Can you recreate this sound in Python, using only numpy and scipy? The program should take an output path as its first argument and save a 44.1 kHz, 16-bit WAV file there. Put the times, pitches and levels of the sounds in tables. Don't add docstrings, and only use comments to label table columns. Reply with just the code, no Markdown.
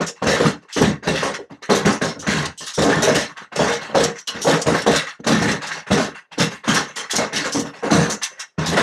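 import sys
import numpy as np
from scipy import signal
from scipy.io import wavfile
from scipy.ndimage import uniform_filter1d

SR = 44100
rng = np.random.default_rng(int(sys.argv[2]) if len(sys.argv) > 2 else 0)


def output_pcm(signal):
    pcm = np.clip(np.atleast_2d(signal).T, -1, 1) * 32767
    wavfile.write(sys.argv[1], SR, np.round(pcm).astype(np.int16))


N = 388962

# start_s, level_db, loudest_hz, length_s
PELLET_CRACKS = [(0.064, -19.5, 6300, 0.038), (0.306, -20, 5300, 0.045), (0.725, -22, 5270, 0.11),
                 (0.811, -16, 5200, 0.022), (1.336, -25, 3500, 0.04), (1.749, -13, 5270, 0.044),
                 (1.92, -24, 5500, 0.044), (2.191, -24.5, 5700, 0.046), (2.453, -14.5, 4500, 0.017),
                 (2.575, -24.5, 5300, 0.11), (2.662, -21.5, 5100, 0.057), (2.735, -23, 5400, 0.06),
                 (2.817, -15, 5200, 0.045), (3.02, -12, 5950, 0.04), (3.145, -13, 5600, 0.037),
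                 (3.19, -17, 4150, 0.05), (3.557, -19, 5200, 0.042), (3.72, -19, 4900, 0.038),
                 (4.034, -7, 5250, 0.02), (4.18, -29.5, 5800, 0.035), (4.272, -12, 4100, 0.029),
                 (4.415, -16, 5850, 0.058), (4.614, -13, 6200, 0.018), (4.816, -20, 5200, 0.022),
                 (4.863, -16, 4000, 0.03), (4.958, -8, 5600, 0.026), (5.266, -14, 5200, 0.033),
                 (5.512, -15.5, 5300, 0.017), (5.668, -19.5, 5900, 0.023), (5.922, -16, 5300, 0.03),
                 (6.383, -15, 5340, 0.052), (6.742, -12.5, 5500, 0.037), (6.957, -20, 5440, 0.056),
                 (7.108, -11, 6200, 0.029), (7.155, -9, 5800, 0.03), (7.358, -11, 3760, 0.034),
                 (7.52, -18, 5100, 0.07), (7.593, -16.5, 6400, 0.03), (8.097, -14, 6380, 0.04),
                 (8.229, -13.5, 4550, 0.028), (8.393, -21, 5800, 0.032), (8.658, -16, 5130, 0.066)]
# mode_hz, level_db, t60_s
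STAND_MODES = [(72.4, -2.5, 0.13), (128, -7, 0.047), (158.8, 1, .1), (212.4, 0, 0.094), (243, -7, 0.045),
               (288.8, -2.5, 0.17), (375.7, -10, 0.15), (416, -2, 0.038), (470.2, -4.5, 0.14),
               (535.3, -1.5, 0.053), (615, -2, 0.033), (720, -5, 0.017)]
# mode_hz, level_db, t60_s
BOWL_MODES = [(844, 4, 0.02), (1064, 3, 0.02), (1241, 2, 0.016), (1448, -0.5, 0.018), (1607, 3.5, 0.017),
              (1777, 2, 0.038), (1924, 2.5, 0.016), (2137, -1, 0.02), (2460, -5, 0.019), (2706, 2, 0.024)]
# colour_hz, level_db
PELLET_COLOUR = [(2900, -1.5), (3650, -0.5), (4300, -2), (4900, -5), (5600, 2), (6300, 3.5), (7500, -3),
                 (10400, -5), (12500, -11.5), (15800, -32)]
# start_s, bowl_level_db, stand_re_bowl_db, length_s (before each body's share), stand_loudest_hz, bowl_loudest_hz
FOOD_SHOVES = [(0.001, -12, 4, 0.045, 284, 1130), (0.072, -19, -4, 0.034, 450, 2570),
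               (0.15, -34, -17, 0.099, 450, 1510), (0.216, -16.5, 6.5, 0.07, 430, 1250),
               (0.261, -9, 5, 0.11, 377, 1700), (0.33, -12.5, -3, 0.13, 300, 1210),
               (0.397, -11.5, 7.5, 0.062, 252, 1360), (0.441, -10, 1.5, 0.07, 220, 1220),
               (0.613, -34, -4, 0.05, 400, 1200), (0.68, -28, -26, 0.12, 590, 1920),
               (0.761, -10, 4, 0.073, 280, 1400), (0.808, -11, 10.5, 0.093, 200, 1650),
               (1.023, -22.5, 0, 0.11, 440, 1520), (1.065, -12, 8.5, 0.094, 268, 1810),
               (1.148, -13.5, -8, 0.12, 280, 1970), (1.221, -10, 2, 0.09, 590, 880),
               (1.335, -15, -8, 0.03, 490, 2000), (1.383, -31.5, 7, 0.05, 570, 1490),
               (1.494, -30, -6, 0.07, 560, 900), (1.507, -36, 14, 0.045, 160, 990),
               (1.617, -22, -14, 0.063, 550, 1900), (1.69, -8, 4.5, 0.11, 430, 1210),
               (1.847, -7, 5.5, 0.086, 314, 1210), (2.01, -11.5, 5.5, 0.091, 360, 1520),
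               (2.155, -37.5, 14, 0.093, 220, 1000), (2.22, -25, -2.5, 0.11, 560, 1070),
               (2.263, -10, 1.5, 0.14, 219, 1710), (2.357, -12.5, -9, 0.081, 170, 1530),
               (2.414, -19, 3.5, 0.073, 222, 1410), (2.601, -25.5, -2.5, 0.073, 541, 1630),
               (2.664, -23.5, -21, 0.086, 570, 1560), (2.775, -13, 9.5, 0.18, 340, 1300),
               (2.884, -10, -1, 0.12, 250, 1150), (2.962, -16.5, 4, 0.08, 220, 1310),
               (3.019, -7.5, 1.5, 0.07, 560, 1530), (3.069, -10.5, 7, 0.098, 410, 1390),
               (3.14, -8.5, -4, 0.094, 338, 1830), (3.28, -26.5, -12, 0.054, 240, 1100),
               (3.361, -22, -23, 0.062, 540, 1540), (3.412, -26.5, 2, 0.041, 160, 1550),
               (3.516, -23.5, -2, 0.047, 590, 1540), (3.555, -14, 3, 0.04, 420, 1550),
               (3.589, -10.5, 6, 0.12, 490, 1080), (3.668, -12, -3, 0.098, 200, 1580),
               (3.805, -20.5, -8, 0.11, 510, 1300), (3.883, -31.5, 6, 0.19, 530, 1330),
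               (3.942, -9, 8, 0.079, 523, 1240), (3.995, -10.5, 6, 0.084, 490, 1780),
               (4.148, -26, -12, 0.061, 280, 1700), (4.27, -21, -7, 0.092, 514, 1210),
               (4.339, -22, -1, 0.12, 250, 1560), (4.442, -21, 13, 0.034, 430, 1030),
               (4.464, -6.5, 4.5, 0.12, 483, 1310), (4.53, -12, 6.5, 0.032, 350, 1620),
               (4.658, -11, 9.5, 0.11, 254, 1060), (4.734, -11.5, -5, 0.088, 370, 1440),
               (4.86, -8, 7.5, 0.064, 510, 1160), (4.906, -9, 3.5, 0.057, 446, 1560),
               (4.941, -8, -8.5, 0.079, 380, 1700), (5.059, -19.5, -20, 0.066, 272, 1710),
               (5.193, -26.5, 12, 0.012, 180, 1130), (5.235, -19, -3, 0.029, 390, 1180),
               (5.263, -6, 2.5, 0.065, 218, 1120), (5.3, -10.5, 3, 0.14, 221, 1440),
               (5.41, -11, 5.5, 0.11, 221, 1520), (5.474, -11, 4, 0.076, 170, 1730),
               (5.61, -16.5, -9, 0.13, 640, 1440), (5.708, -17, -12.5, 0.063, 580, 1700),
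               (5.764, -20, -6.5, 0.052, 483, 1730), (5.862, -22.5, -8, 0.11, 560, 1500),
               (5.902, -10, 8, 0.075, 223, 1430), (5.968, -10.5, 3, 0.099, 376, 1230),
               (6.142, -23, -18, 0.063, 533, 1590), (6.311, -22.5, -9.5, 0.05, 580, 2260),
               (6.372, -15.5, 5.5, 0.026, 240, 1320), (6.392, -6, 2, 0.065, 218, 1810),
               (6.501, -21, -9, 0.078, 180, 1680), (6.633, -19.5, -10, 0.086, 470, 1230),
               (6.671, -9, 1.5, 0.13, 200, 1580), (6.744, -8.5, -1.5, 0.066, 400, 1650),
               (6.87, -26.5, -6.5, 0.073, 200, 1330), (6.957, -17, -10.5, 0.099, 550, 1420),
               (7.093, -15.5, -20, 0.051, 530, 1750), (7.129, -13.5, 1.5, 0.059, 380, 1400),
               (7.177, -12, 4, 0.085, 440, 1320), (7.322, -13.5, -3, 0.15, 308, 1930),
               (7.438, -12.5, -2.5, 0.057, 526, 1150), (7.542, -21, 14, 0.087, 266, 1430),
               (7.645, -22.5, -1, 0.06, 382, 1270), (7.728, -26, -5.5, 0.11, 540, 2480),
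               (7.824, -19, 6, 0.16, 458, 1150), (7.902, -9, 5, 0.15, 288, 1190),
               (8.003, -17, -2, 0.1, 220, 1610), (8.09, -19.5, 6.5, 0.063, 553, 1400),
               (8.213, -10, -25, 0.014, 560, 1070), (8.221, -13, -30, 0.045, 577, 2050),
               (8.29, -34, -8, 0.15, 520, 1700), (8.37, -32, -15, 0.03, 560, 1780),
               (8.389, -17.5, -30, 0.045, 560, 1740), (8.577, -15.5, 4, 0.2, 210, 1140),
               (8.713, -13, 6, 0.07, 410, 1120), (8.762, -6, 5, 0.074, 410, 1420)]

ENVELOPE_STEP_SAMPLES = 8
HUSH_DB = -61
ROOM_T60_S, ROOM_DB = 0.27, -10
STAND_LENGTH_SHARE, BOWL_LENGTH_SHARE, RUB_LENGTH_SHARE = 0.77, 0.94, 0.93
FOCUS_PER_DB = 0.0162
RUB_HZ, RUB_DB = 4160, -8
RUB_LAG_S = 0.0057
GRIT_DB_PER_OCT, MID_BOWL_HZ = 2.5, 1500
GRIT_DB_PER_DB = 0.2
SUPPRESS_BELOW_DB, SUPPRESS_DB_PER_DB = -51, 0.47
SOFT_CLIP_TOP = 0.68
CUTOFF_HZ = 16000


def from_db(db):
    return 10 ** (np.asarray(db) / 20)


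def rms_one(x):
    return x / np.sqrt(np.mean(x ** 2) + 1e-20)


def drift(corner_hz):
    r = np.exp(-2 * np.pi * corner_hz * ENVELOPE_STEP_SAMPLES / SR)
    noise = rng.standard_normal(N // ENVELOPE_STEP_SAMPLES + 1)
    return rms_one(signal.lfilter([1], [1, -2 * r, r * r], noise))


def grains(per_s, spread_db):
    size_db = spread_db * np.minimum(rng.exponential(1, N), 4)
    sizes = from_db(size_db) * rng.choice([-1, 1], N)
    return sizes * (rng.random(N) < per_s / SR) + 1e-18


def shoves(extra_db, loudest_hz, length_share):
    start_s, level_db, _, length_s, _, _ = np.transpose(FOOD_SHOVES)
    return np.transpose([start_s, level_db + extra_db, loudest_hz + 0 * start_s, length_share * length_s])


def mode_drive(events, modes_hz, crest_db, rise_s, lazy_db, knock, shape, focus_db, scatter_db):
    start_s, level_db, loudest_hz, length_s = np.transpose(events)
    level_db, loudest_hz = level_db[:, None], loudest_hz[:, None]
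    clock_s = np.arange(N // ENVELOPE_STEP_SAMPLES + 1) * ENVELOPE_STEP_SAMPLES / SR
    t_s = np.maximum(clock_s - start_s[:, None], 0)
    age = np.minimum(t_s / np.clip(length_s, .005, .3)[:, None], 5)
    fall = age ** shape + (age / 2.26) ** 6
    event_rise_s = rise_s * from_db(-lazy_db * (level_db + 9.5))
    swell = 1 - np.exp(-t_s / event_rise_s)
    opening = 1 + knock * np.exp(-t_s / 0.0013)
    burst_power = (swell * opening * np.exp(-fall)) ** 2

    focus = np.clip(1 + FOCUS_PER_DB * (level_db + 10), .5, 3)
    share_db = -focus_db * focus * np.abs(np.log2(modes_hz / loudest_hz))
    share_db += scatter_db * rng.standard_normal((len(start_s), len(modes_hz)))
    mode_power = from_db(level_db - crest_db + share_db) ** 2
    return np.sqrt(mode_power.T @ burst_power)


def ring_body(modes, drives, per_s, snaps, patchy_db, soft_hz):
    out = np.zeros(N)
    shared_snaps = snaps * rms_one(grains(per_s / 4, spread_db=2.0))
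    for (mode_hz, level_db, t60_s), drive in zip(modes, drives):
        contacts = rms_one(grains(per_s, spread_db=3.5)) + shared_snaps
        grip = from_db(patchy_db * drift(corner_hz=10.4))
        hits = contacts * np.repeat(drive * grip, ENVELOPE_STEP_SAMPLES)[:N]
        r, w = from_db(-60 / (t60_s * SR)), 2 * np.pi * mode_hz / SR
        gain = from_db(level_db) * np.sqrt((1 - r * r) / 2)
        out += signal.lfilter([gain, 0, -gain], [1, -2 * r * np.cos(w), r * r], hits)
    soft = signal.butter(2, soft_hz, fs=SR, output="sos")
    out = signal.sosfilt(soft, out)
    return out / np.sqrt(np.sum(from_db(np.array(modes)[:, 1]) ** 2))


def hush():
    noise = rng.standard_normal(N)
    return from_db(HUSH_DB) * rms_one(signal.lfilter([1, -1], np.poly([.93, .93, .6]), noise))


def room(x):
    t_s = np.arange(int(.4 * SR)) / SR
    tail = rng.standard_normal(len(t_s)) * from_db(-60 * t_s / ROOM_T60_S) * (t_s > .004)
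    return signal.fftconvolve(x, tail / np.sqrt(np.sum(tail ** 2)))[:N]


def stand():
    _, _, stand_re_bowl_db, _, stand_hz, _ = np.transpose(FOOD_SHOVES)
    bumps = shoves(stand_re_bowl_db, stand_hz, STAND_LENGTH_SHARE)
    drives = mode_drive(bumps, np.array(STAND_MODES)[:, 0], crest_db=6.5, rise_s=0.0032, lazy_db=0.12,
                        knock=0.39, shape=1.31, focus_db=5.5, scatter_db=2.5)
    return ring_body(STAND_MODES, drives, per_s=400, snaps=0.28, patchy_db=3.5, soft_hz=1600)


def bowl():
    sweeps = shoves(0, np.transpose(FOOD_SHOVES)[-1], BOWL_LENGTH_SHARE)
    drives = mode_drive(sweeps, np.array(BOWL_MODES)[:, 0], crest_db=9, rise_s=0.0056, lazy_db=0.16,
                        knock=0.19, shape=1.52, focus_db=6.5, scatter_db=1.5)
    return ring_body(BOWL_MODES, drives, per_s=700, snaps=0.24, patchy_db=2.5, soft_hz=4770)


def pellets():
    fragment_hz = np.geomspace(2950, 15700, num=26)
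    colour_hz, colour_db = np.transpose(PELLET_COLOUR)
    fragment_db = np.interp(np.log(fragment_hz), np.log(colour_hz), colour_db)
    fragments = np.transpose([fragment_hz, fragment_db, 46.0 / fragment_hz])

    _, bowl_level_db, _, _, _, bowl_hz = np.transpose(FOOD_SHOVES)
    grit_db = RUB_DB + GRIT_DB_PER_OCT * np.log2(bowl_hz / MID_BOWL_HZ)
    grit_db = grit_db + GRIT_DB_PER_DB * (bowl_level_db + 10)
    rubs = shoves(grit_db, RUB_HZ, RUB_LENGTH_SHARE) + [RUB_LAG_S, 0, 0, 0]
    events = np.vstack([rubs, PELLET_CRACKS])
    drives = mode_drive(events, fragment_hz, crest_db=7, rise_s=0.0022, lazy_db=0.13,
                        knock=0.23, shape=1.93, focus_db=9.5, scatter_db=2.5)
    return ring_body(fragments, drives, per_s=1500, snaps=0.33, patchy_db=3.5, soft_hz=11000)


def scene():
    meal = stand() + bowl() + pellets()
    return (meal + from_db(ROOM_DB) * room(meal) + hush())[None]


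def suppress(x):
    hz, _, frames = signal.stft(x, SR, nperseg=512)
    power = uniform_filter1d(np.abs(frames) ** 2, size=5, axis=0)
    power = uniform_filter1d(power, size=3, axis=1)
    power_db = 10 * np.log10(power.clip(1e-16))
    threshold_db = SUPPRESS_BELOW_DB - 2.3 * np.log2(np.maximum(hz, 500) / 1000)[:, None]
    gain = from_db(SUPPRESS_DB_PER_DB * np.minimum(power_db - threshold_db, 0))
    return signal.istft(frames * gain, SR, nperseg=512)[1][:N]


def record(dry):
    wet = signal.sosfilt(signal.butter(2, 80, "high", fs=SR, output="sos"), dry)
    wet = suppress(wet[0])[None]
    wet = wet / (1 + np.abs(wet / SOFT_CLIP_TOP) ** 4) ** .25
    return signal.sosfilt(signal.ellip(10, .5, 70, CUTOFF_HZ, fs=SR, output="sos"), wet)


dry = scene()
out = record(dry)
output_pcm(out)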